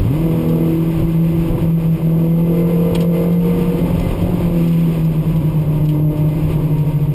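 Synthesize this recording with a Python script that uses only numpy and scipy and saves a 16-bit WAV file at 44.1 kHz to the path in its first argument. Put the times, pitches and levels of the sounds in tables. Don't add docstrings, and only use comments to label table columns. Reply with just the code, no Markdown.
import sys
import numpy as np
from scipy import signal
from scipy.fft import rfft, irfft, next_fast_len
from scipy.io import wavfile
from scipy.ndimage import uniform_filter1d, minimum_filter1d, map_coordinates

SR = 44100
rng = np.random.default_rng(int(sys.argv[2]) if len(sys.argv) > 2 else 0)


def to_wav(s):
    ch = np.atleast_2d(s).T
    pcm = np.round(np.clip(ch, -1, 1) * 32767)
    wavfile.write(sys.argv[1], SR, pcm.astype(np.int16))


N = 314874

# (time [s], level [dB])
WHINE_FADER = [(0, -56.5), (2.2, -55.5), (2.9, -48), (3.05, -48), (3.2, -44), (3.7, -54), (4.1, -46),
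               (4.35, -60), (7.14, -57)]
# (time [s], relative level [dB], brightness [dB per octave])
JOLTS = [(0.4886, -36.5, -7.5), (2.952, -20.5, -27.5), (3.0083, -25.5, -14), (3.3277, -33, -14),
         (4, -30.5, -8.5), (4.033, -39, -19), (4.2186, -34, -19), (4.6772, -32, -7), (4.7334, -32.5, -34),
         (5.0509, -36.5, -4), (5.3626, -35, -21), (5.8553, -37, -7.5), (5.892, -27, -26.5),
         (6.1742, -38, -14), (6.2893, -40, -27), (6.7857, -36.5, -28)]
# (frequency [Hz], relative level [dB], decay t60 [s])
TRIM_MODES = [(2455, -3.5, 0.0097), (2890, 2.5, 0.016), (3198, 2, 0.017), (3830, -2, 0.0079),
              (4435, -3.5, 0.0051), (5140, 0.5, 0.0037)]
# (time [s], tyre rumble [dB], cabin roar before its boost [dB], air rush [dB])
ROAD_FADERS = [(0, -21.5, -36.5, -41), (1, -25.5, -38, -42), (1.35, -23.5, -38, -42),
               (2.1, -25.5, -38.5, -44.5), (2.9, -25, -36.5, -40.5), (3.45, -24, -36, -40),
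               (3.65, -23.5, -34.5, -39), (4.3, -22.5, -38, -41.5), (4.75, -25, -37.5, -38),
               (5.4, -21.5, -37, -43.5), (6.1, -24, -39, -45.5), (6.5, -22.5, -37.5, -43),
               (7.14, -25.5, -40.5, -44)]
# (frequency [Hz], relative level [dB])
RUMBLE_EQ = [(12, -27), (25, 1), (48, 3.5), (72, -6), (95, 3), (130, -1.5), (170, 6), (230, -38.5),
             (500, -68.5)]
ROAR_EQ = [(90, -29), (170, 5), (220, -4), (290, 2), (360, 2.5), (430, -7.5), (520, -4), (620, -10),
           (720, -17), (930, -13), (1040, -16), (1160, -19.5), (1400, -32), (2200, -39)]
RUSH_EQ = [(710, -40.5), (1200, 2), (1260, -11), (1560, -6), (1880, -9.5), (2080, -2.5), (2240, -4.5),
           (2440, -1.5), (3180, -6), (3480, -10), (4300, -15), (4990, -13.5), (5600, -17), (7280, -44),
           (12300, -120)]
# (start [s], end [s], rumble lift [dB])
KERBS = [(-.05, 0.037, 9.5), (0.982, 1.066, 13), (1.465, 1.67, 6.5), (2.92, 2.981, 4.5),
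         (3.828, 4.492, 5.5), (6.397, 6.612, 4)]
# (time [s], pitch [Hz], hum level [dB])
DRONE_PATH = [(0, 145.4, -47), (.5, 151, -47), (2.25, 152, -54), (2.65, 155.7, -33), (3.05, 154.4, -32),
              (3.35, 156, -31.5), (3.7, 158.4, -26.5), (4.05, 160.2, -33), (4.8, 167.1, -22),
              (5.1, 166.5, -28), (5.3, 165.1, -15.5), (5.6, 157.9, -20.5), (6.3, 154.9, -19.5),
              (6.6, 156.2, -15), (7.14, 155.4, -17.5)]
# (harmonic [number], relative level [dB])
DRONE_HARMONICS = [(2, -25), (4, -29), (6, -27.5)]
# (start [s], end [s], level [dB])
DRONE_HOWLS = [(0.432, .68, -28.5), (2.5, 3.8, -23.5), (6.55, 7.3, -37)]
# (time [s], firing rate [Hz])
FIRING_RATE = [(0, 87.8), (.05, 100.8), (.15, 152.8), (.2, 162.5), (.6, 163.6), (.9, 163.3), (1.5, 165.8),
               (2.05, 161.8), (2.6, 169.7), (3.1, 169.8), (3.5, 173.7), (4.35, 176.6), (4.5, 169.3),
               (4.65, 168.5), (4.95, 163.4), (5.15, 156.5), (5.5, 150.5), (6.3, 150.9), (6.65, 144),
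               (7.14, 140.6)]
# (time [s], load [dB])
LOAD = [(0, -5), (.2, 1), (.5, 5.5), (.72, 2), (.9, -3.5), (1.3, -10.5), (1.52, 1), (1.7, -2.5),
        (2.05, 0.5), (2.3, 2), (3.3, 5.5), (3.5, 0), (4.3, 1.5), (4.75, -1), (5, -3.5), (5.5, -9),
        (6.1, 1.5), (6.6, -9.5), (7.14, -9)]
# (time [s], level [dB])
BOOM_FADER = [(0, -18), (.75, -15.5), (1.3, -14.5), (1.6, -16.5), (1.75, -9), (2.1, -13.5), (2.85, -14),
              (3.08, -9), (3.22, -18.5), (3.4, -8.5), (3.6, -17), (4.3, -22), (4.55, -14), (5, -12.5),
              (5.4, -17.5), (6.05, -13.5), (6.6, -19.5), (7.14, -15.5)]
THROB_FADER = [(0, -46), (.2, -36), (.42, -23), (.7, -25.5), (.9, -44), (1.55, -35), (1.85, -45),
               (2.25, -31.5), (3.45, -36.5), (3.85, -27), (4.1, -39), (4.75, -25.5), (5.15, -32.5),
               (5.5, -48), (7.14, -55)]
OCTAVE_FADER = [(0, -35.5), (.15, -20.5), (.5, -23), (.9, -21.5), (1.6, -26.5), (1.8, -33.5), (2.25, -24),
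                (3.1, -29), (4.1, -35.5), (4.75, -26), (5, -32.5), (5.7, -35), (5.95, -20.5), (6.4, -28.5),
                (6.8, -33), (7.14, -32)]
# (time [s], length [s], depth [dB])
BOOM_DIPS = [(0.906, 0.1, 7.5), (1.546, .13, 27), (1.824, 0.047, 13), (1.99, 0.055, 14), (2.933, 0.12, 4.5),
             (3.565, .04, 7), (4.091, 0.07, 23), (6.406, 0.17, 14)]
# (order [multiple of the four-stroke cycle rate], base level [dB])
SNARL_ORDERS = [(5, -42), (7, -52), (9, -40.5), (10, -44.5), (13, -42), (15, -52), (16, -50), (17, -60),
                (18, -53.5), (19, -61), (20, -56), (21, -55.5), (23, -59.5), (24, -57.5), (28, -54),
                (32, -58.5)]
# (centre [Hz], width [Hz], lift [dB])
PANEL_MODES = [(603, 8.3, 16), (638, 21, 9.5), (707, 18, 8), (876.1, 5.9, 11), (912, 16, 13.5),
               (1022.6, 30, 9.5)]


def amp(db):
    return 10 ** (np.asarray(db) / 20)


def unit(x):
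    return x / np.sqrt(np.mean(x ** 2) + 1e-20)


def curves(rows):
    times, *columns = np.transpose(rows)
    return [np.interp(np.arange(N) / SR, times, column) for column in columns]


def wobble(rate):
    return map_coordinates(rng.standard_normal(4096), [np.arange(N) * rate / SR], mode="wrap")


def swell(start, end, edge_s):
    t = np.arange(N) / SR
    return (np.tanh((t - start) / edge_s / 2) - np.tanh((t - end) / edge_s / 2)) / 2


def filtered(x, response):
    size = next_fast_len(N + SR // 2)
    return irfft(rfft(x, size) * response(np.fft.rfftfreq(size, 1 / SR)), size)[:N]


def noise(eq):
    points_hz, db = np.transpose(eq)
    gain = lambda hz: amp(np.interp(np.log(hz + 1), np.log(points_hz), db, right=-120))
    return unit(filtered(rng.standard_normal(N), gain))


def resonance_db(hz, centre_hz, width_hz, lift_db):
    return lift_db / (1 + (2 * (hz - centre_hz) / width_hz) ** 2)


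def partial(cycles, order, rough, flutter_rate):
    angle = 2 * np.pi * (order * cycles + rng.random())
    tone = (1 + rough * wobble(flutter_rate)) * np.sin(angle)
    return unit(tone + rough * wobble(flutter_rate) * np.cos(angle))


def whine(pitch_hz=2062, waver_hz=11):
    level_db, = curves(WHINE_FADER)
    cycles = np.cumsum(pitch_hz + waver_hz * wobble(12)) / SR
    return amp(level_db) * partial(cycles, order=1, rough=0.49, flutter_rate=22)


def trim_rattles(chatter_t60=0.084, attack_s=0.0014, lead_s=0.004, gain_db=-15):
    out, t = np.zeros(N + SR), np.arange(SR // 8) / SR
    mean_brightness = np.mean([row[2] for row in JOLTS])
    envelope = amp(-60 * t / chatter_t60) * (1 - np.exp(-t / attack_s))
    for time, level_db, brightness in JOLTS:
        tilt = brightness - mean_brightness
        contacts = envelope * rng.standard_normal(len(t)) * amp(1.6 * wobble(430)[:len(t)])
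        ring = sum(amp(db + tilt * np.log2(hz / 3000) - 60 * t / t60) * np.cos(2 * np.pi * hz * t)
                   for hz, db, t60 in TRIM_MODES)
        burst = signal.fftconvolve(contacts, ring)[:len(t)]
        out[round((time - lead_s) * SR):][:len(t)] += amp(level_db + gain_db) * unit(burst)
    return out[:N]


def road(cycles, roar_boost_db=11.5, tarmac_db=0.08):
    rumble_db, roar_db, rush_db = curves(ROAD_FADERS)
    load_db, = curves(LOAD)
    bump_db = sum(db * swell(start, end, edge_s=0.015) for start, end, db in KERBS)
    firing = np.cos(8 * np.pi * cycles)
    crank = np.cos(4 * np.pi * cycles)
    lope = 0.25 * amp(load_db) * np.cos(2 * np.pi * cycles)
    rumble = amp(rumble_db + bump_db) * noise(RUMBLE_EQ)
    roar_gain = amp(roar_db + roar_boost_db + 0.42 * bump_db)
    roar = roar_gain * unit(noise(ROAR_EQ) * (1 + lope + 0.075 * crank + 0.11 * firing))
    rush_gain = amp(rush_db + 0.28 * bump_db + 1.2 * wobble(25))
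    rush = rush_gain * unit(noise(RUSH_EQ) * (1 + 0.037 * crank + 0.069 * firing))
    return amp(tarmac_db * wobble(16)) * (rumble + roar + rush)


def car_ahead():
    pitch_hz, hum_db = curves(DRONE_PATH)
    cycles = np.cumsum(pitch_hz) / SR
    hum = partial(cycles, order=1, rough=0.05, flutter_rate=14)
    hum += sum(amp(db) * partial(cycles, order, rough=0.53, flutter_rate=14)
               for order, db in DRONE_HARMONICS)
    howl_gain = sum(amp(db) * swell(start, end, edge_s=0.055) for start, end, db in DRONE_HOWLS)
    howl = howl_gain * partial(cycles, order=3, rough=0.13, flutter_rate=16)
    return amp(hum_db) * hum + howl


def engine_boom(cycles):
    boom_db, throb_db, octave_db = curves(BOOM_FADER) + curves(THROB_FADER) + curves(OCTAVE_FADER)
    t = np.arange(N) / SR
    dip_db = sum(depth * np.exp(-(2 * (t - time) / length) ** 2) for time, length, depth in BOOM_DIPS)
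    boom_gain = amp(boom_db - dip_db + 1.9 * wobble(20))
    boom = boom_gain * partial(cycles, order=4, rough=0.087, flutter_rate=35)
    throb = amp(throb_db) * partial(cycles, order=6, rough=0.18, flutter_rate=14)
    octave = amp(octave_db + 1.5 * wobble(7)) * partial(cycles, order=8, rough=0.18, flutter_rate=25)
    return boom + throb + octave


def engine_snarl(cycles, cycle_hz):
    load_db, = curves(LOAD)
    cabin_db = resonance_db(12 * cycle_hz, centre_hz=502, width_hz=28, lift_db=9.5)
    bark_db = -40 + 1.45 * load_db + cabin_db
    sound = amp(bark_db) * partial(cycles, order=12, rough=0.17, flutter_rate=21)
    for order, db in SNARL_ORDERS:
        panel_db = sum(resonance_db(order * cycle_hz, *mode) for mode in PANEL_MODES)
        sound += amp(db + load_db + panel_db) * partial(cycles, order, rough=0.3, flutter_rate=14)
    return sound


def scene():
    cycle_hz = curves(FIRING_RATE)[0] / 4
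    cycles = np.cumsum(cycle_hz) / SR
    engine = engine_boom(cycles) + engine_snarl(cycles, cycle_hz)
    return (engine + car_ahead() + road(cycles) + whine() + trim_rattles())[None]


def record(dry, ceiling_db=-12, high_cut_hz=5500, sampling_hz=12000, top_hz=15400):
    mix = dry[0]
    level = np.sqrt(np.abs(uniform_filter1d(mix ** 2, size=880)) + 1e-12)
    held_gain = minimum_filter1d(np.minimum(1, amp(ceiling_db) / level), size=1500)
    ducked = mix * uniform_filter1d(held_gain, size=1100)
    dulled = filtered(ducked, lambda hz: 1 / (1 + (hz / high_cut_hz) ** 40))
    mirrored = dulled * (1 + 2 * np.cos(2 * np.pi * sampling_hz * np.arange(N) / SR))
    return filtered(mirrored, lambda hz: np.sinc(hz / sampling_hz) * (hz < top_hz))[None]


dry = scene()
out = record(dry)
to_wav(out)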